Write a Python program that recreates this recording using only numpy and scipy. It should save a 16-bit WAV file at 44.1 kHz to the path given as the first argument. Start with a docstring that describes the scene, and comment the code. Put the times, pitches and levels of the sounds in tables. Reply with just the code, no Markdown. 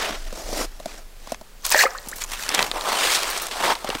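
"""Device dropped into an ice hole

A small device on a cable is lowered into a hole in lake ice and dropped: it breaks the slush,
splashes and gulps air, which rings as bubbles. The cable rubs over the snowy rim, then winter
clothing and a foam float rustle and knock close by. Light wind buffets the microphone.
The open snowfield gives no echo; only the hole rings."""
import sys
import numpy as np
from scipy import signal
from scipy.fft import rfft, irfft
from scipy.io import wavfile
from scipy.ndimage import uniform_filter1d

SR = 44100
rng = np.random.default_rng(int(sys.argv[2]) if len(sys.argv) > 2 else 0)


def transcribe(u):
    """Save the signal u as a 16-bit wav file named by the first command-line argument.

    u: samples, shape (n,) or (channels, n), limited to [-1, 1]; the rate is SR.
    q: integer samples, one column per channel.
    """
    v = np.clip(np.atleast_2d(u).T, -1, 1)
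    q = np.round(v * 32767).astype(np.int16)
    wavfile.write(sys.argv[1], SR, q)


N = 176400
T, HZ = np.arange(N) / SR, np.fft.rfftfreq(N, 1 / SR)

# Spray envelope (time [s], level [dB])
SPRAY_LEVELS = [(1.63,-51),(1.651,-23.5),(1.699,-31.5),(1.721,-15.5),(1.75,-25.5),(1.8,-17.5),(1.839,-20),(1.869,-41.5),(2.042,-47)]
# Gulped air (time [s], first pitch [Hz], last pitch [Hz], peak [dB], swell [s], decay [s])
AIR_BUBBLES = [(1.723,2890,2250,-20.5,0.0074,0.0092),(1.7451,657,940,-4.5,0.00066,0.0019),(1.7461,1520,2010,-2,0.001,0.0016),(1.753,512,668,-12,0.0027,0.0091),(1.755,1905,1703,-14,0.0014,0.0203),(1.79,4190,4320,-11.5,0.0013,0.0052),(1.789,1683,1707,-10.5,0.0023,0.017),(1.809,1960,1712,-7,0.0011,0.0096),(1.836,990,1160,-4.5,0.00084,0.0015),(1.8395,604,910,-11,0.0011,0.0059),(1.85,471,550,-11.5,0.0049,0.006),(1.854,1630,2310,-12.5,0.0016,0.0071),(1.8646,1135,1380,-12,0.00091,0.0066),(1.949,1070,1730,-24.5,0.0016,0.0081),(1.963,1640,1920,-35,.004,0.0135),(2.121,834,2750,-25.5,0.012,0.0021)]
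# Small bubbles (start [s], end [s], lowest pitch [Hz], highest pitch [Hz], max peak over spray [dB])
SWARMS = [(1.722,1.844,1363,2700,10),(1.874,1.989,890,2020,11)]
# Drips after the splash (time [s], pitch [Hz], peak [dB])
LATE_DRIPS = [(1.906,5840,-25.5),(1.979,7400,-25),(1.9842,4070,-23.5),(2.1146,7250,-22),(2.2387,6300,-13)]
# Slush, crust and plastic snapping (time [s], level [dB], centre [Hz])
SNAP_HITS = [(1.3451,-25.5,2080),(1.652,-13,7400),(1.665,-14,11000),(1.704,-14,13200),(1.7163,-12,6000),(1.8275,-13,4200),(2.491,-10.5,4800),(2.547,-10.5,6500),(2.5919,-7,2710),(2.596,-16,2770),(2.6269,-8.5,3360),(2.7145,-13,3430),(2.8102,-18.5,3820),(3.2325,-14,3430),(3.468,-20,7300),(3.652,-12.5,1970),(3.753,-21,3800),(3.902,-14.5,2720),(3.951,-16.5,2090)]
# Slush and crust crushed (time [s], level [dB], centre [Hz], decay [s])
CRUNCH_HITS = [(2.086,-27,10000,0.0086),(2.158,-32.5,13500,0.022),(2.547,-16.5,4020,0.0072),(3.119,-18,4900,0.012),(3.148,-16,4180,0.015),(3.301,-23.5,14000,0.0098),(3.376,-21,5940,0.0042),(3.419,-24.5,12000,0.0098),(3.512,-27.5,3020,0.021),(3.637,-15,1170,.012)]
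# Device and handling knocks (time [s], level [dB], centre [Hz])
KNOCK_HITS = [(.327,-26,586),(.489,-25,580),(.528,-21,604),(0.8,-28.5,620),(.858,-19.5,665),(1.273,-30.5,780),(1.3203,-17,655),(1.412,-32,667),(2.071,-33.5,222),(3.845,-19.5,705),(3.89,-18,474),(3.951,-20.5,287)]
# Rubbing envelopes (time [s], bass [dB], middle [dB], treble [dB])
SLEEVE_LEVELS = [(0, -32, -27, -32.5), (0.155, -36, -35.5, -42), (0.185, -50, -48, -46.5),
                 (0.31, -48.5, -47, -48.5), (0.36, -40, -46, -42), (0.51, -38.5, -45, -38),
                 (0.6, -29, -32, -30), (0.652, -34, -41, -36), (0.678, -63, -52, -55),
                 (0.77, -56.5, -61, -58), (0.89, -46.5, -46, -48), (0.99, -47, -50.5, -48.5),
                 (1.07, -74, -77, -73), (1.32, -51, -44.5, -46)]
CABLE_LEVELS = [(2.07,-45.5,-49.5,-47),(2.203,-48,-47.5,-41.5),(2.222,-43.5,-26,-27),(2.255,-46.5,-51.5,-46.5),(2.33,-40,-31,-32.5),(2.37,-48,-39,-41.5),(2.43,-42.5,-33.5,-32.5),(2.51,-39.5,-33.5,-38.5),(2.56,-24.5,-22.5,-31.5),(2.67,-34,-34,-35.5),(2.7,-44.5,-48,-49)]
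JACKET_LEVELS = [(2.725, -41, -45, -43), (2.76, -29, -37, -40), (2.825, -37, -41.5, -39.5),
                 (2.87, -26, -32, -33.5), (3.03, -27.5, -24, -27), (3.158, -30.5, -26, -25),
                 (3.178, -30.5, -29.5, -30.5), (3.46, -36.5, -37, -36.5), (3.495, -39, -41.5, -40),
                 (3.63, -26.5, -32.5, -33.5), (3.642, -21.5, -27, -27.5), (3.722, -20, -26.5, -32.5),
                 (3.745, -38.5, -41.5, -41), (3.82, -45.5, -48, -47), (3.88, -32, -36.5, -42.5),
                 (4.0, -43, -39.5, -41)]
# Wind buffeting (time [s], level [dB])
BUFFET_LEVELS = [(0,-37),(.28,-33),(1.1,-41.5),(4,-44)]
# Source spectra (frequency [Hz], relative gain [dB])
SPRAY_SPECTRUM = [(150,-37),(550,2.5),(1800,-3),(3200,-2),(5300,2.5),(8400,-2),(10500,-9.5),(15500,-5.5)]
SLEEVE_SPECTRUM = [(80, -17), (306, 1), (508, -1), (640, 6), (936, -4), (5630, -16), (15500, -32.5)]
CABLE_SPECTRUM = [(80, -33), (150, -19.5), (541, -12), (950, -10), (7500, -19), (15500, -29)]
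JACKET_SPECTRUM = [(80, -32.5), (362, -9.5), (936, -2.5), (1800, 5), (3400, 4), (7300, -4), (8700, -3.5),
                   (10300, -9.5), (15500, -14)]
AIR_SPECTRUM = [(18,-4),(24,14.5),(34,-1),(85,-16.5),(500,-19),(7000,-28.5),(15500,-33)]

BODY_DECAY_S = 0.0037


def splash():
    """The device hits water: spray, bubbles and drips ring in the hole."""
    water = spray() + sum(swarm(*row) for row in SWARMS)
    for start_s, hz, db in LATE_DRIPS:
        add(water, start_s, bubble(hz, hz, db, swell_s=2 / hz, decay_s=6.1 / hz))
    for start_s, *row in AIR_BUBBLES:
        add(water, start_s, bubble(*row))
    water = signal.lfilter(*signal.butter(2, 300, "high", fs=SR), water)
    return water + hole_echo(water)


def spray(decay_cycles=4.3, fizz_db=-1):
    """Droplets patter back; tiny bubbles ring for a few cycles."""
    t, fizz = T[:1024], np.zeros(N)
    for hz in np.geomspace(1000, 13000, num=24):
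        ping = np.exp(-t * hz / decay_cycles) * np.sin(2 * np.pi * hz * rng.uniform(0.89, 1.05) * t)
        fizz += np.sqrt(hz) * unit(signal.oaconvolve(grains(per_s=70, spread_db=4.9), ping)[:N])
    drops = grains(per_s=2500, spread_db=1) + amp(fizz_db) * unit(fizz)
    return envelope(*np.transpose(SPRAY_LEVELS)) * unit(irfft(rfft(drops) * colour(SPRAY_SPECTRUM), N))


def bubble(first_hz, last_hz, db, swell_s, decay_s):
    """Trapped air rings; its pitch glides as it moves and wavers as it deforms."""
    t = T[:4096]
    glide = np.tanh(t / (0.977 * (swell_s + decay_s)))
    wobble = 0.11 * unit(uniform_filter1d(rng.standard_normal(len(t)), size=12))
    pitch_hz = first_hz * (last_hz / first_hz) ** glide * (1 + wobble)
    shape = np.minimum(t / swell_s, 1) * np.exp(-np.maximum(t - swell_s, 0) / decay_s)
    return amp(db) * shape * np.sin(2 * np.pi * np.cumsum(pitch_hz) / SR)


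def swarm(start_s, end_s, low_hz, high_hz, over_spray_db, count=20):
    """Small random bubbles chirp upward; their level follows the spray."""
    out = np.zeros(N)
    for k, (jitter, pitch, gain) in enumerate(rng.random((count, 3))):
        at_s = start_s + (end_s - start_s) * (k + jitter) / count
        hz = low_hz * (high_hz / low_hz) ** pitch
        db = over_spray_db + np.interp(at_s, *np.transpose(SPRAY_LEVELS))
        add(out, at_s, gain * bubble(hz, 1.2 * hz, db, swell_s=1 / hz, decay_s=4.6 / hz))
    return out


def hole_echo(water, relative_db=-18.5, t60_s=0.58, top_hz=1830):
    """Short, dull reverberation of the hole."""
    tail = rng.standard_normal(N) * np.exp(-np.log(1000) * T / t60_s)
    response = rfft(tail) / (1 + (HZ / top_hz) ** 2)
    return amp(relative_db) * np.std(water) * unit(irfft(rfft(water) * response, N))


def snap(hz):
    """Brittle break: a sharp crack over a lower body."""
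    body = burst(0.32 * hz, q=0.82, decay_s=BODY_DECAY_S)
    return burst(hz, q=2.6, decay_s=0.0013) + amp(-8) * body


def crunch(hz, decay_s):
    """Crust gives way: a fading shower of tiny fractures."""
    fractures = grains(per_s=10000, spread_db=2)[:SR // 5]
    band = signal.iirpeak(hz, Q=0.88, fs=SR)
    shower = signal.lfilter(*band, signal.lfilter(*band, fractures))
    return unit(shower) * np.exp(-T[:len(shower)] / decay_s)


def knock(hz):
    """Dull impact: hollow ring, bright tick, low thud."""
    tick = burst(hz=4950, q=1, decay_s=BODY_DECAY_S)
    thud = burst(hz=237, q=2.6, decay_s=BODY_DECAY_S)
    ring = burst(hz, q=3.5, decay_s=BODY_DECAY_S, cutoff_ratio=1.44)
    return ring + amp(-9) * (tick + thud)


def burst(hz, q, decay_s, cutoff_ratio=4.7):
    """A hard contact and a short crush drive one broad resonance."""
    t = T[:SR // 10]
    force = np.exp(-t / decay_s) * rng.choice([-1., 1.], len(t))
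    size = np.linalg.norm(force)
    force[0] = 0.4 * size  # first contact
    ring = signal.lfilter(*signal.iirpeak(hz, q, SR), force)
    cutoff_hz = min(hz * cutoff_ratio, SR / 2.5)
    ring = signal.lfilter(*signal.butter(2, cutoff_hz, fs=SR), ring)
    return ring * size / np.linalg.norm(ring)


def contacts():
    """All snaps, crunches and knocks at their times."""
    out = np.zeros(N)
    for source, hits in (snap, SNAP_HITS), (crunch, CRUNCH_HITS), (knock, KNOCK_HITS):
        for start_s, db, *settings in hits:
            add(out, start_s, amp(db) * source(*settings))
    return out


def rub(levels, spectrum, per_s, spread_db, clump_db, clump_hz):
    """Fibres and snow crystals catch and slip: dense clicks in clumps."""
    times_s, *bands_db = np.transpose(levels)
    clicks = grains(per_s, spread_db) * amp(clump_db * drift(clump_hz))
    slips = rfft(patchy(clicks)) * colour(spectrum)
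    bass, below_treble = [1 / (1 + (HZ / edge_hz) ** 8) for edge_hz in (1165, 4400)]
    bands = bass, below_treble - bass, 1 - below_treble
    return sum(envelope(times_s, db) * unit(irfft(slips * band, N)) for db, band in zip(bands_db, bands))


def patchy(x, depth_db=1.92):
    """Wandering colour: random gain patches over time and frequency."""
    spectrogram = signal.stft(x, nperseg=512)[2]
    patches = uniform_filter1d(rng.standard_normal(spectrogram.shape), size=4, axis=0)
    patches = unit(uniform_filter1d(patches, size=3, axis=1))
    return signal.istft(spectrogram * amp(depth_db * patches))[1][:N]


def wind(crossover_hz=59.5, air_db=-51):
    """Deep buffeting at the microphone, plus faint steady air."""
    air = rfft(rng.standard_normal(N)) * colour(AIR_SPECTRUM)
    deep = 1 / (1 + (HZ / crossover_hz) ** 4)
    buffeting = envelope(*np.transpose(BUFFET_LEVELS)) * unit(irfft(air * deep, N))
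    return buffeting + amp(air_db) * unit(irfft(air * (1 - deep), N))


def grains(per_s, spread_db):
    """Random clicks of uneven size, rms 1."""
    size = amp(spread_db * np.minimum(rng.exponential(1, N), 4))
    return unit(size * rng.choice([-1., 1.], N) * (rng.random(N) < per_s / SR))


def drift(top_hz):
    """Low-passed noise, rms 1."""
    return unit(irfft(rfft(rng.standard_normal(N)) / (1 + (HZ / top_hz) ** 4), N))


def envelope(times_s, db, fade_s=0.03):
    """Gain along a level curve, fading beyond its ends."""
    beyond_s = np.maximum(times_s[0] - T, 0) + np.maximum(T - times_s[-1], 0)
    return amp(np.interp(T, times_s, db)) * np.exp(-(beyond_s / fade_s) ** 2)


def colour(spectrum):
    """Gain per FFT bin, interpolated over log frequency."""
    hz, db = np.transpose(spectrum)
    return amp(np.interp(np.log(HZ + 1), np.log(hz + 1), db))


def amp(db):
    """Decibels to gain."""
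    return 10 ** (np.asarray(db) / 20)


def unit(x):
    """Scale to rms 1."""
    return x / np.sqrt(np.mean(x ** 2) + 1e-20)


def add(mix, start_s, sound):
    """Mix a sound in at start_s."""
    part = mix[max(round(start_s * SR), 0):][:len(sound)]
    part += sound[:len(part)]


def scene():
    """All sources, mono."""
    sleeve = rub(SLEEVE_LEVELS, SLEEVE_SPECTRUM, per_s=18000, spread_db=3, clump_db=2.06, clump_hz=88)
    cable = rub(CABLE_LEVELS, CABLE_SPECTRUM, per_s=7700, spread_db=2, clump_db=3, clump_hz=154)
    jacket = rub(JACKET_LEVELS, JACKET_SPECTRUM, per_s=13000, spread_db=3, clump_db=1.8, clump_hz=115)
    return (splash() + contacts() + sleeve + cable + jacket + wind())[None]


def record(dry):
    """Soft clip, then low-pass."""
    ceiling, cutoff_hz = 0.85, 15850
    clipped = dry / (1 + (dry / ceiling) ** 8) ** (1 / 8)
    lowpass = signal.firwin(511, cutoff_hz, window=("kaiser", 9), fs=SR)
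    return signal.oaconvolve(clipped, lowpass[None], "same")


dry = scene()
out = record(dry)
transcribe(out)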